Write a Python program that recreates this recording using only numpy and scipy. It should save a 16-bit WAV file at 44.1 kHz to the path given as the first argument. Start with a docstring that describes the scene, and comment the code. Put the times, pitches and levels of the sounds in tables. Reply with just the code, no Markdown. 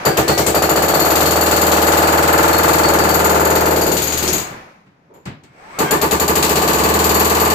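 """A bare concrete basement, a stereo microphone in the room with a battery demolition hammer.
The motor spins up from 8 to 20 blows a second. Each blow thuds through the floor slab, cracks at the
tip and rings the steel chisel; the room answers much alike every time. The chisel breaks through and
rattles loose, the motor runs down, the tool is set on a new spot and starts again.
At the microphone the lows sit near the centre and the treble leans to the left."""
import sys
import numpy as np
from scipy import signal
from scipy.fft import rfft, irfft, next_fast_len
from scipy.io import wavfile
from scipy.ndimage import uniform_filter1d

SR = 44100
rng = np.random.default_rng(int(sys.argv[2]) if len(sys.argv) > 2 else 0)


def digitize_waveform(pressure):
    """Quantize a signal to 16-bit integers and store it at the path in sys.argv[1].

    Rows of a 2-D input are taken as channels; values are limited to [-1, 1].
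    """
    field = np.atleast_2d(pressure).T
    bounded = np.clip(field, -1, 1)
    quanta = np.round(bounded * 32767).astype(np.int16)
    wavfile.write(sys.argv[1], SR, quanta)


N = 332514
TAIL = 16384   # samples in the decay of one blow


def from_db(db):
    """Decibels to gain."""
    return 10 ** (np.asarray(db) / 20)


def rms_one(x):
    """Scale to unit rms."""
    return x / np.sqrt(np.mean(np.abs(x) ** 2) + 1e-20)


def at_time(rows, s):
    """Columns of a curve at the given times."""
    times, *columns = np.transpose(rows)
    return [np.interp(s, times, column) for column in columns]


def delayed(x, s):
    """The same sound a little later."""
    return np.pad(x, ((0, 0), (int(s * SR), 0)))[:, :N]


def gains(points, size=TAIL):
    """A dB spectrum as gains on the bins of an FFT."""
    hz, db = np.transpose(points)
    bin_hz = np.fft.rfftfreq(size, 1 / SR)
    return from_db(np.interp(np.log(bin_hz + 1), np.log(hz), db))


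def causal(gain):
    """The minimum-phase filter with these gains: nothing sounds before its cause."""
    cepstrum = irfft(np.log(gain + 1e-6))
    half = len(cepstrum) // 2
    cepstrum[1:half] *= 2
    cepstrum[half + 1:] = 0
    return np.exp(rfft(cepstrum))


def resonances(modes):
    """Summed gain of resonances given as pitch_hz, width_hz, level_db."""
    f = np.fft.rfftfreq(TAIL, 1 / SR)
    return np.sqrt(sum(from_db(db) ** 2 / (1 + (2 * (f - hz) / width) ** 2) for hz, width, db in modes))


def noise(spectrum):
    """Steady mid and side noise of unit rms."""
    size = 2 * next_fast_len(N // 2 + 1)
    white = rfft(rng.standard_normal((2, size)))
    return rms_one(irfft(white * gains(spectrum, size))[:, :N])


def echoes(t60, build_s):
    """Mid and side spectra of dense reflections that build up and die away, even in colour."""
    t = np.arange(TAIL) / SR
    shape = from_db(-60 * t / t60) * (1 - np.exp(-(t + 0.00038) / build_s))
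    response = rng.standard_normal((2, TAIL)) * shape
    for _ in range(2):   # flatten the spectrum, then restore the decay
        spectrum = rfft(response)
        response = irfft(spectrum / np.abs(spectrum))
        power = np.abs(uniform_filter1d(response ** 2, size=800, axis=1))
        response = response * shape / np.sqrt(power + 1e-18)
    return rms_one(rfft(response))


def strike(times, db, colour, t60, build_s, fresh, direct_db, sink_s=1):
    """Blows share a path to the microphone that shifts as the tip sinks; the fresh share is new."""
    out = np.zeros((2, N + TAIL))
    early, late = echoes(t60, build_s), echoes(t60, build_s)
    t = np.arange(TAIL) / SR
    shape = rms_one(from_db(-60 * t / t60) * (1 - np.exp(-(t + 0.00035) / build_s))) / np.sqrt(TAIL)
    body = causal(colour) * np.sqrt(SR / 20)   # levels are rms over a twentieth of a second
    direct = from_db(direct_db)
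    for s, gain in zip(times, from_db(db)):
        turn, start = s / sink_s, int(s * SR)
        path = np.sqrt(1 - fresh) * (np.cos(turn) * early + np.sin(turn) * late)
        path += np.sqrt(fresh) * rfft(rng.standard_normal((2, TAIL)) * shape)
        path[0] += direct
        out[:, start:start + TAIL] += gain * irfft(path * body) / np.hypot(1, direct)
    return out[:, :N]


# crank speed on the first spot, idling without striking, and on the second spot: time_s, turns_per_s
FIRST_RUN = [(.053, 7.98), (.3, 9.78), (.97, 18.07), (1.2, 19.63), (2.2, 19.63), (2.72, 19.83),
             (2.9, 19.52), (3.7, 19.28), (4.4, 19.48)]
IDLE = [(4.599, 8.2), (5.47, 1.6), (5.61, 4.3), (5.7, 5.1)]
SECOND_RUN = [(5.789, 7.68), (6.15, 11.35), (6.6, 16.47), (6.81, 19.57), (7.05, 19.43), (7.54, 19.83)]
# rise and fall of the motor at the microphone: time_s, level_db
MOTOR_LEVEL = [(0, -38), (.17, -37.5), (1.2, -50), (4.35, -35), (4.6, -47), (4.9, -70), (5.47, -69),
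               (5.59, -55.5), (5.78, -45), (5.89, -34), (6.8, -95)]
# rush of cooling air, and hiss of the windings under load: frequency_hz, level_db
FAN_SPECTRUM = [(60, -7.5), (200, -0.5), (700, -.5), (2400, -7), (3000, -16.5), (6500, -22.5),
                (8000, -32.5), (15000, -36)]
WINDING_HISS = [(6800, -37), (8000, -1.5), (9000, -34)]

def motor(blow_times):
    """Cooling air rushes; gears whine and windings sing under the torque of speeding up."""
    meshes_per_turn, full_torque_hz_per_s = 180, 2000
    surge = 0.063   # share by which the gears gain speed between blows
    winding_hz, waver_hz = 2210, 45
    t = np.arange(N) / SR
    db, = at_time(MOTOR_LEVEL, t)
    mesh_hz = meshes_per_turn * at_time(FIRST_RUN + IDLE + SECOND_RUN, t)[0]
    torque = np.clip(np.gradient(mesh_hz) * SR / full_torque_hz_per_s, 0, 1)
    turn = np.interp(t, blow_times, np.arange(len(blow_times)))
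    phase = 2 * np.pi * np.cumsum(mesh_hz * (1 + surge * np.sin(np.pi * turn) ** 2)) / SR
    gears = from_db(4) * np.sin(phase) + from_db(-6) * np.sin(2 * phase)
    gears *= np.clip(mesh_hz / 400 - 1, 0, 1)   # slow gears are silent
    waver = rms_one(np.interp(t, np.arange(0, 8, .02), rng.standard_normal(400)))
    windings = from_db(-3) * np.sin(2 * np.pi * np.cumsum(winding_hz + waver_hz * waver) / SR)
    room = irfft(echoes(t60=0.25, build_s=0.0027))
    room[0, 0] += 1   # straight to the microphone
    whine = signal.fftconvolve((torque * (gears + windings))[None], room, axes=1)[:, :N]
    air = from_db(7.5) * noise(FAN_SPECTRUM)
    hiss = from_db(-14) * torque * noise(WINDING_HISS)
    return from_db(db) * (air + whine + hiss)


# the quiet of the basement: frequency_hz, level_db
ROOM_SPECTRUM = [(30, -21.5), (180, 5.5), (500, -8), (2000, -23.5), (8000, -64), (12000, -56)]

def room_tone():
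    """A faint low rumble lies all around the microphone."""
    return from_db(-57) * noise(ROOM_SPECTRUM)


# force passed into the slab, falling as the tip breaks through: time_s, level_db
THUD_LEVEL = [(.05, -10), (1.35, -15.5), (1.85, -14), (2.9, -14.5), (3.87, -15), (4.02, -23), (4.17, -26.5),
              (4.23, -23.5), (5.8, -15.5), (6.3, -17.5), (7.54, -19.5)]
# crushing of concrete at the tip: time_s, level_db
CRACK_LEVEL = [(0.052, -18.5), (0.452, -15.5), (.58, -19.5), (1.5, -17.5), (2.2, -19), (3.7, -21.5),
               (3.93, -19.5), (4.2, -19.5), (4.3, -20.5), (5.8, -15), (6.05, -21), (6.38, -14.5),
               (6.65, -17.5), (7.54, -18)]
# ring of the chisel, damped while the tip is wedged: time_s, level_db
RING_LEVEL = [(.05, -24.5), (.45, -22), (.55, -22), (1.45, -23), (1.95, -25), (2.15, -26), (2.4, -26),
              (2.5, -23), (3.85, -24), (3.97, -25), (4.3, -26), (5.8, -21.5), (6.3, -21), (6.9, -21.5),
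              (7.1, -21), (7.54, -23.5)]

def hammer_blows(run):
    """One blow per turn of the crank, each a little different: time_s, thud_db, crack_db, ring_db."""
    scatter_db, glance_db = [.5, 1.4, 2.2], [-8, -1, 0]   # thud, crack, ring
    let_go_s = 4.36   # the trigger is let go and the last blow only glances
    t = np.arange(int(run[0][0] * SR), int(run[-1][0] * SR)) / SR
    turns = np.cumsum(at_time(run, t)[0]) / SR
    s = np.interp(np.arange(int(turns[-1]) + 1), turns, t)
    db = np.column_stack([at_time(curve, s)[0] for curve in (THUD_LEVEL, CRACK_LEVEL, RING_LEVEL)])
    db += rng.standard_normal(db.shape) * scatter_db
    glancing = (s > let_go_s) & (s < IDLE[0][0])
    db += np.outer(glancing, glance_db)
    return np.column_stack([s, db])


# how firmly the tip sits in the concrete: time_s, knock_db, brightness_db
TIP_SEATING = [(.05, -14, -5.5), (.47, -9, -9), (.55, -7, -5.5), (1.2, -4, -4), (2.3, -5, -0.5),
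               (3.6, -3.5, -3.5), (4.0, -5.5, -13), (4.3, -10.5, -14), (5.8, -13.5, 0), (6.6, -6, 0.5),
               (7.54, -11, 3)]
# knock of the tool's housing: frequency_hz, level_db
HOUSING_SPECTRUM = [(60, -43.5), (200, -23), (340, -0.5), (560, 3), (850, 1.5), (1350, -5), (1800, -15.5),
                    (3000, -40.5)]
# early echoes off the ceiling and nearby walls: delay_s, level_db, lowpass_hz
WALL_ECHOES = [(.008, -4, 885), (.0108, -6.5, 1660), (.0178, -11.5, 1530), (.0248, -14.5, 1700),
               (.034, 2, 400)]

def housing(blows):
    """Each blow gives the housing a quick double knock, which ceiling and walls throw back duller."""
    rebound_s, rebound_db = 0.00152, -10.5   # the striker bounces once on the chisel
    s = blows[:, 0] - .0029   # the housing knocks just before the tip cracks
    seat_db, _ = at_time(TIP_SEATING, s)
    scatter_db = 1.2 * rng.standard_normal(len(s))
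    knock = strike(s, blows[:, 1] + seat_db - 5 + scatter_db, rms_one(gains(HOUSING_SPECTRUM)),
                   t60=.02, build_s=.001, fresh=.4, direct_db=8)
    out = knock + from_db(rebound_db) * delayed(knock, rebound_s)
    for delay_s, db, hz in WALL_ECHOES:
        lowpass = signal.butter(2, hz, fs=SR, output="sos")
        out += from_db(db) * signal.sosfilt(lowpass, delayed(knock, delay_s))
    return out


# boom of the floor at the first and second spot: frequency_hz, level_db
FIRST_SPOT = [(65, -57.5), (110, -14), (145, -5.5), (239, -12), (324, -5.5), (400, -7), (500, -4),
              (600, -2.5), (1190, -5.5), (2000, -11.5), (3000, -21.5), (3900, -45), (6600, -120)]
SECOND_SPOT = [(35, -34), (65, -11), (110, -6), (145, 0), (205, 2.5), (265, -3), (325, -2), (400, 1),
               (460, 0), (560, -4.5), (680, -1), (1170, 0), (1270, -8.5), (1800, -9.5), (3000, -16),
               (3900, -57.5), (6600, -120)]
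# resonances of floor and room: pitch_hz, level_db
SLAB_MODES = [(315, 6), (333, 3), (408, 6.5), (455, 4.5), (570, -2), (690, -1), (765, 1), (880, 2),
              (1150, -5), (1205, 4), (1382, 3), (1500, 3), (1750, 6)]

def slab(blows, spectrum, low_build_s, high_build_s, fresh, sink_s):
    """The floor booms: the lows swell and linger, the highs fade sooner, brighter on hard concrete."""
    modes = resonances([(hz, 18, db + 1.5) for hz, db in SLAB_MODES])
    colour = rms_one(gains(spectrum) * np.hypot(1, modes))
    crossover = (np.fft.rfftfreq(TAIL, 1 / SR) / 560) ** 3
    low = colour / np.hypot(1, crossover)
    s, db = blows[:, 0], blows[:, 1]
    _, bright_db = at_time(TIP_SEATING, s)
    boom = strike(s, db, low,
                  t60=.31, build_s=low_build_s, fresh=fresh / 2, direct_db=-16, sink_s=sink_s)
    bark = strike(s, db + bright_db - 1, low * crossover,
                  t60=.21, build_s=high_build_s, fresh=fresh, direct_db=-33, sink_s=sink_s)
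    return boom + bark


# air pumped by the piston: time_s, level_db
PUFF_LEVEL = [(0, -37), (.21, -27), (.9, -33), (1.25, -31.5), (3.7, -31), (3.85, -38), (4.3, -35),
              (4.38, -53), (5.8, -40), (6.1, -27), (6.6, -31), (6.9, -29), (7.54, -30)]
# one puff: frequency_hz, level_db
PUFF_SPECTRUM = [(20, -36), (45, -23), (62, -2), (78, 21.5), (100, 7.5), (300, -87)]

def piston(times):
    """Every stroke pushes a low puff of air; at full speed the puffs merge into a hum."""
    db, = at_time(PUFF_LEVEL, times)
    return strike(times, db, rms_one(gains(PUFF_SPECTRUM)),
                  t60=.22, build_s=.006, fresh=.04, direct_db=16, sink_s=30)


# concrete cracking at the tip: frequency_hz, level_db
CRACK_SPECTRUM = [(900, -0.5), (2000, 0), (2600, 5), (3500, 2.5), (4450, 6), (5300, -0.5), (7100, 4),
                  (8000, 5), (9200, -6.5), (11500, -4), (12500, -11), (13600, -0.5), (15400, 2.5)]
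# notes of the chisel steel, and its note when loose: pitch_hz, width_hz, level_db
STEEL_MODES = [(4490, 90, -8.5), (7028, 120, -4.5), (7290, 90, -9.5), (9843, 160, -16), (12835, 80, 0.5),
               (13225, 60, -5.5), (14256, 80, -15)]
LOOSE_MODE = [(6700, 22, 0)]
# free ring of the loose chisel: time_s, level_db
LOOSE_LEVEL = [(2.0, -52), (3.0, -41.5), (3.8, -45.5), (4.05, -32.5), (4.28, -38), (4.33, -29),
               (4.385, -36), (5.8, -47)]

def chisel(blows):
    """Concrete crushes at the tip and the steel rings, with one shrill note when it hangs loose."""
    s, _, crack_db, ring_db = blows.T
    loose_db, = at_time(LOOSE_LEVEL, s)
    crack = strike(s, crack_db - 5, rms_one(gains(CRACK_SPECTRUM)),
                   t60=.34, build_s=.00019, fresh=.96, direct_db=-11.5, sink_s=1.97)
    shrill = strike(s, loose_db + 6.5, rms_one(resonances(LOOSE_MODE)),
                    t60=.26, build_s=.00023, fresh=1, direct_db=-2.5)
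    ring = strike(s, ring_db - 2.6, rms_one(resonances(STEEL_MODES)),
                  t60=.2, build_s=.0005, fresh=1, direct_db=-10)
    return crack + shrill + ring


# two deep notes of the flexing slab: time_s, lower_db, upper_db
FLEX_LEVELS = [(.2, -22, -30), (.6, -29, -31), (1.3, -30, -32), (1.75, -35, -26.5), (2.0, -28, -33),
               (2.95, -29, -29.5), (3.2, -29.5, -25.5), (4.05, -36.5, -36), (5.8, -27.5, -28),
               (7.5, -43.5, -26.5)]

def slab_flex(times):
    """The slab heaves just after each blow, in two notes that trade strength as the tip sinks."""
    pitches_hz, widths_hz = (138, 200), (28, 34)
    return sum(strike(times, db, rms_one(resonances([(hz, width, 0)]) ** 2),
                      t60=.17, build_s=.02, fresh=.08, direct_db=-15, sink_s=6)
               for db, hz, width in zip(at_time(FLEX_LEVELS, times), pitches_hz, widths_hz))


# blows that land squarely: start_s, pitch_hz, level_db
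SQUARE_BLOWS = [(0.055, 4645, -27.5), (0.282, 4420, -25.5), (0.548, 4640, -31.5), (.623, 4360, -30.5),
                (.759, 4468, -33), (0.882, 4480, -31.5), (.941, 4460, -31), (.996, 4430, -28.5),
                (1.206, 4500, -38), (1.259, 4400, -29), (1.462, 4350, -36), (1.511, 4460, -34),
                (2.022, 4538, -32), (2.53, 4350, -29), (2.681, 4540, -32), (2.835, 4480, -25),
                (2.988, 4560, -29.5), (3.091, 4570, -31), (3.554, 4446, -34.5), (3.812, 4640, -32),
                (3.864, 4550, -33), (6.354, 4451, -39.5), (6.427, 4350, -43), (7.094, 4700, -37)]

def singing_steel(width_hz=60):
    """After a square blow the chisel's lowest note rings on, its pitch set by the tip's contact."""
    return sum(strike([s], [db], rms_one(resonances([(hz, width_hz, 0)])),
                      t60=.38, build_s=.004, fresh=1, direct_db=-6)
               for s, hz, db in SQUARE_BLOWS)


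# chips splitting off the floor: start_s, centre_hz, width_hz, level_db
CHIPS = [(0.174, 2700, 2000, -27.5), (0.172, 6600, 1500, -31), (0.378, 5750, 3200, -27),
         (0.464, 7600, 2000, -24), (4.277, 5950, 4360, -24.5), (5.788, 7200, 2200, -35),
         (5.91, 9100, 2600, -33), (6.357, 8440, 2780, -32)]

def chips():
    """A chip splitting off snaps in a broad band, higher the smaller it is."""
    return sum(strike([s], [db], rms_one(resonances([(hz, width, 0)]) ** 2),
                      t60=.22, build_s=.0002, fresh=.6, direct_db=-10, sink_s=.59)
               for s, hz, width, db in CHIPS)


# hollow ring of the piece that is breaking off: time_s, low_db, upper_db
PIECE_LEVELS = [(2.8, -30, -27), (3.5, -30.5, -21.5), (3.92, -25, -22.5), (4.05, -38, -46),
                (4.175, -47, -41.5), (4.226, -22.5, -41), (4.33, -27, -33), (4.38, -51, -48)]
# its low and upper modes: pitch_hz, width_hz, level_db
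PIECE_LOW = [(306, 290, 0.0037), (365.5, 25, 0.0041)]
PIECE_UPPER = [(591, 234, 0)]

def loose_piece(times):
    """A piece of floor cracking free answers each blow with a hollow knock, deeper once it is loose."""
    s = times[(times > PIECE_LEVELS[0][0]) & (times < IDLE[0][0])]
    return sum(strike(s, db, rms_one(resonances(modes) ** 2),
                      t60=.17, build_s=.012, fresh=.3, direct_db=-9, sink_s=7.4)
               for db, modes in zip(at_time(PIECE_LEVELS, s), (PIECE_LOW, PIECE_UPPER)))


# handling in the pause: start_s, thud_db, crack_db, ring_db
HANDLING_KNOCKS = [(4.502, -38, -57, -55), (4.862, -53, -63, -86), (5.139, -49, -65, -59.5),
                   (5.255, -28.5, -32.5, -64), (5.436, -46, -43, -78)]
# bump of the tool on the floor, and treble lost in a light touch: frequency_hz, level_db
BUMP_SPECTRUM = [(30, -19), (70, 12.5), (140, 23.5), (260, 14.5), (450, 7), (1000, 1.5), (2200, 0),
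                 (5000, -13.5), (15000, -66)]
SOFT_TOUCH = [(8000, -1), (14000, -11)]

def set_down():
    """The heavy tool bumps and drops on its tip; light touches click and ring the upper steel notes."""
    s, thud_db, crack_db, ring_db = np.transpose(HANDLING_KNOCKS)
    soft = gains(SOFT_TOUCH)
    thud = strike(s, thud_db, rms_one(gains(BUMP_SPECTRUM)),
                  t60=.37, build_s=.005, fresh=.82, direct_db=-28)
    click = strike(s, crack_db - 14.5, rms_one(gains(CRACK_SPECTRUM) * soft),
                   t60=.18, build_s=.0002, fresh=.75, direct_db=-19, sink_s=2)
    clink = strike(s, ring_db, rms_one(resonances(STEEL_MODES[1:]) * soft),
                   t60=.33, build_s=.0005, fresh=.81, direct_db=-21)
    return thud + click + clink


# grit under the dragged tip: pitch_hz, width_hz, level_db
GRIT_MODES = [(414, 290, -0.5), (900, 360, -5)]

def scrape(start_s=5.095, end_s=5.19, slips_per_s=300):
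    """The tip stutters over the gritty floor in a short run of uneven slips."""
    s = np.arange(start_s, end_s, 1 / slips_per_s)
    late, size = rng.random((len(s), 2)).T
    db = -59.5 + 10 * np.log10(2 * size)
    return strike(s + late / slips_per_s, db, rms_one(resonances(GRIT_MODES) ** 2),
                  t60=.25, build_s=.002, fresh=.5, direct_db=-12)


# stereo width at the microphone: frequency_hz, side_gain_db
WIDTH = [(60, -10.5), (250, -15), (500, -3.5), (1000, 2.5), (2000, 0.5)]
# lean to the left: frequency_hz, left_minus_right_db
LEAN = [(1500, 0.51), (2400, 0.8), (4400, 3.7), (8000, 18.3)]

def microphone(mid_side):
    """Mid and side become left and right; the right side is shaded in the treble."""
    size = 2 * next_fast_len(N // 2 + TAIL)
    mid, side = rfft(mid_side, size)
    side *= gains(WIDTH, size)
    lean = gains(LEAN, size)
    left_right = np.array([(mid + side) * lean, mid - side])
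    return irfft(left_right * np.sqrt(2 / (1 + lean ** 2)))[:, :N]


def scene():
    """Two spots on the basement floor and the pause between, heard from one microphone position."""
    far_wall_s, far_wall_db = .022, -9
    first, second = hammer_blows(FIRST_RUN), hammer_blows(SECOND_RUN)
    blows = np.vstack([first, second])
    times = blows[:, 0]
    total = from_db(-0.1) * slab(first, FIRST_SPOT,
                                 low_build_s=.024, high_build_s=.014, fresh=.17, sink_s=3.74)
    total += from_db(1) * slab(second, SECOND_SPOT,
                               low_build_s=.022, high_build_s=.035, fresh=.24, sink_s=1.653)
    total += housing(blows) + piston(times) + loose_piece(times) + slab_flex(times)
    total += set_down() + scrape()
    tip = chisel(blows) + chips() + singing_steel()
    total += tip + from_db(far_wall_db) * delayed(tip, far_wall_s)
    total += motor(times) + room_tone()
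    return microphone(total)


def record(dry):
    """Peaks are rounded and the top is cut."""
    ceiling, stopband_hz = 1.3, 15900
    lowpass = signal.cheby2(16, 60, stopband_hz, fs=SR, output="sos")
    return signal.sosfilt(lowpass, ceiling * np.tanh(dry / ceiling))


dry = scene()
out = record(dry)
digitize_waveform(out)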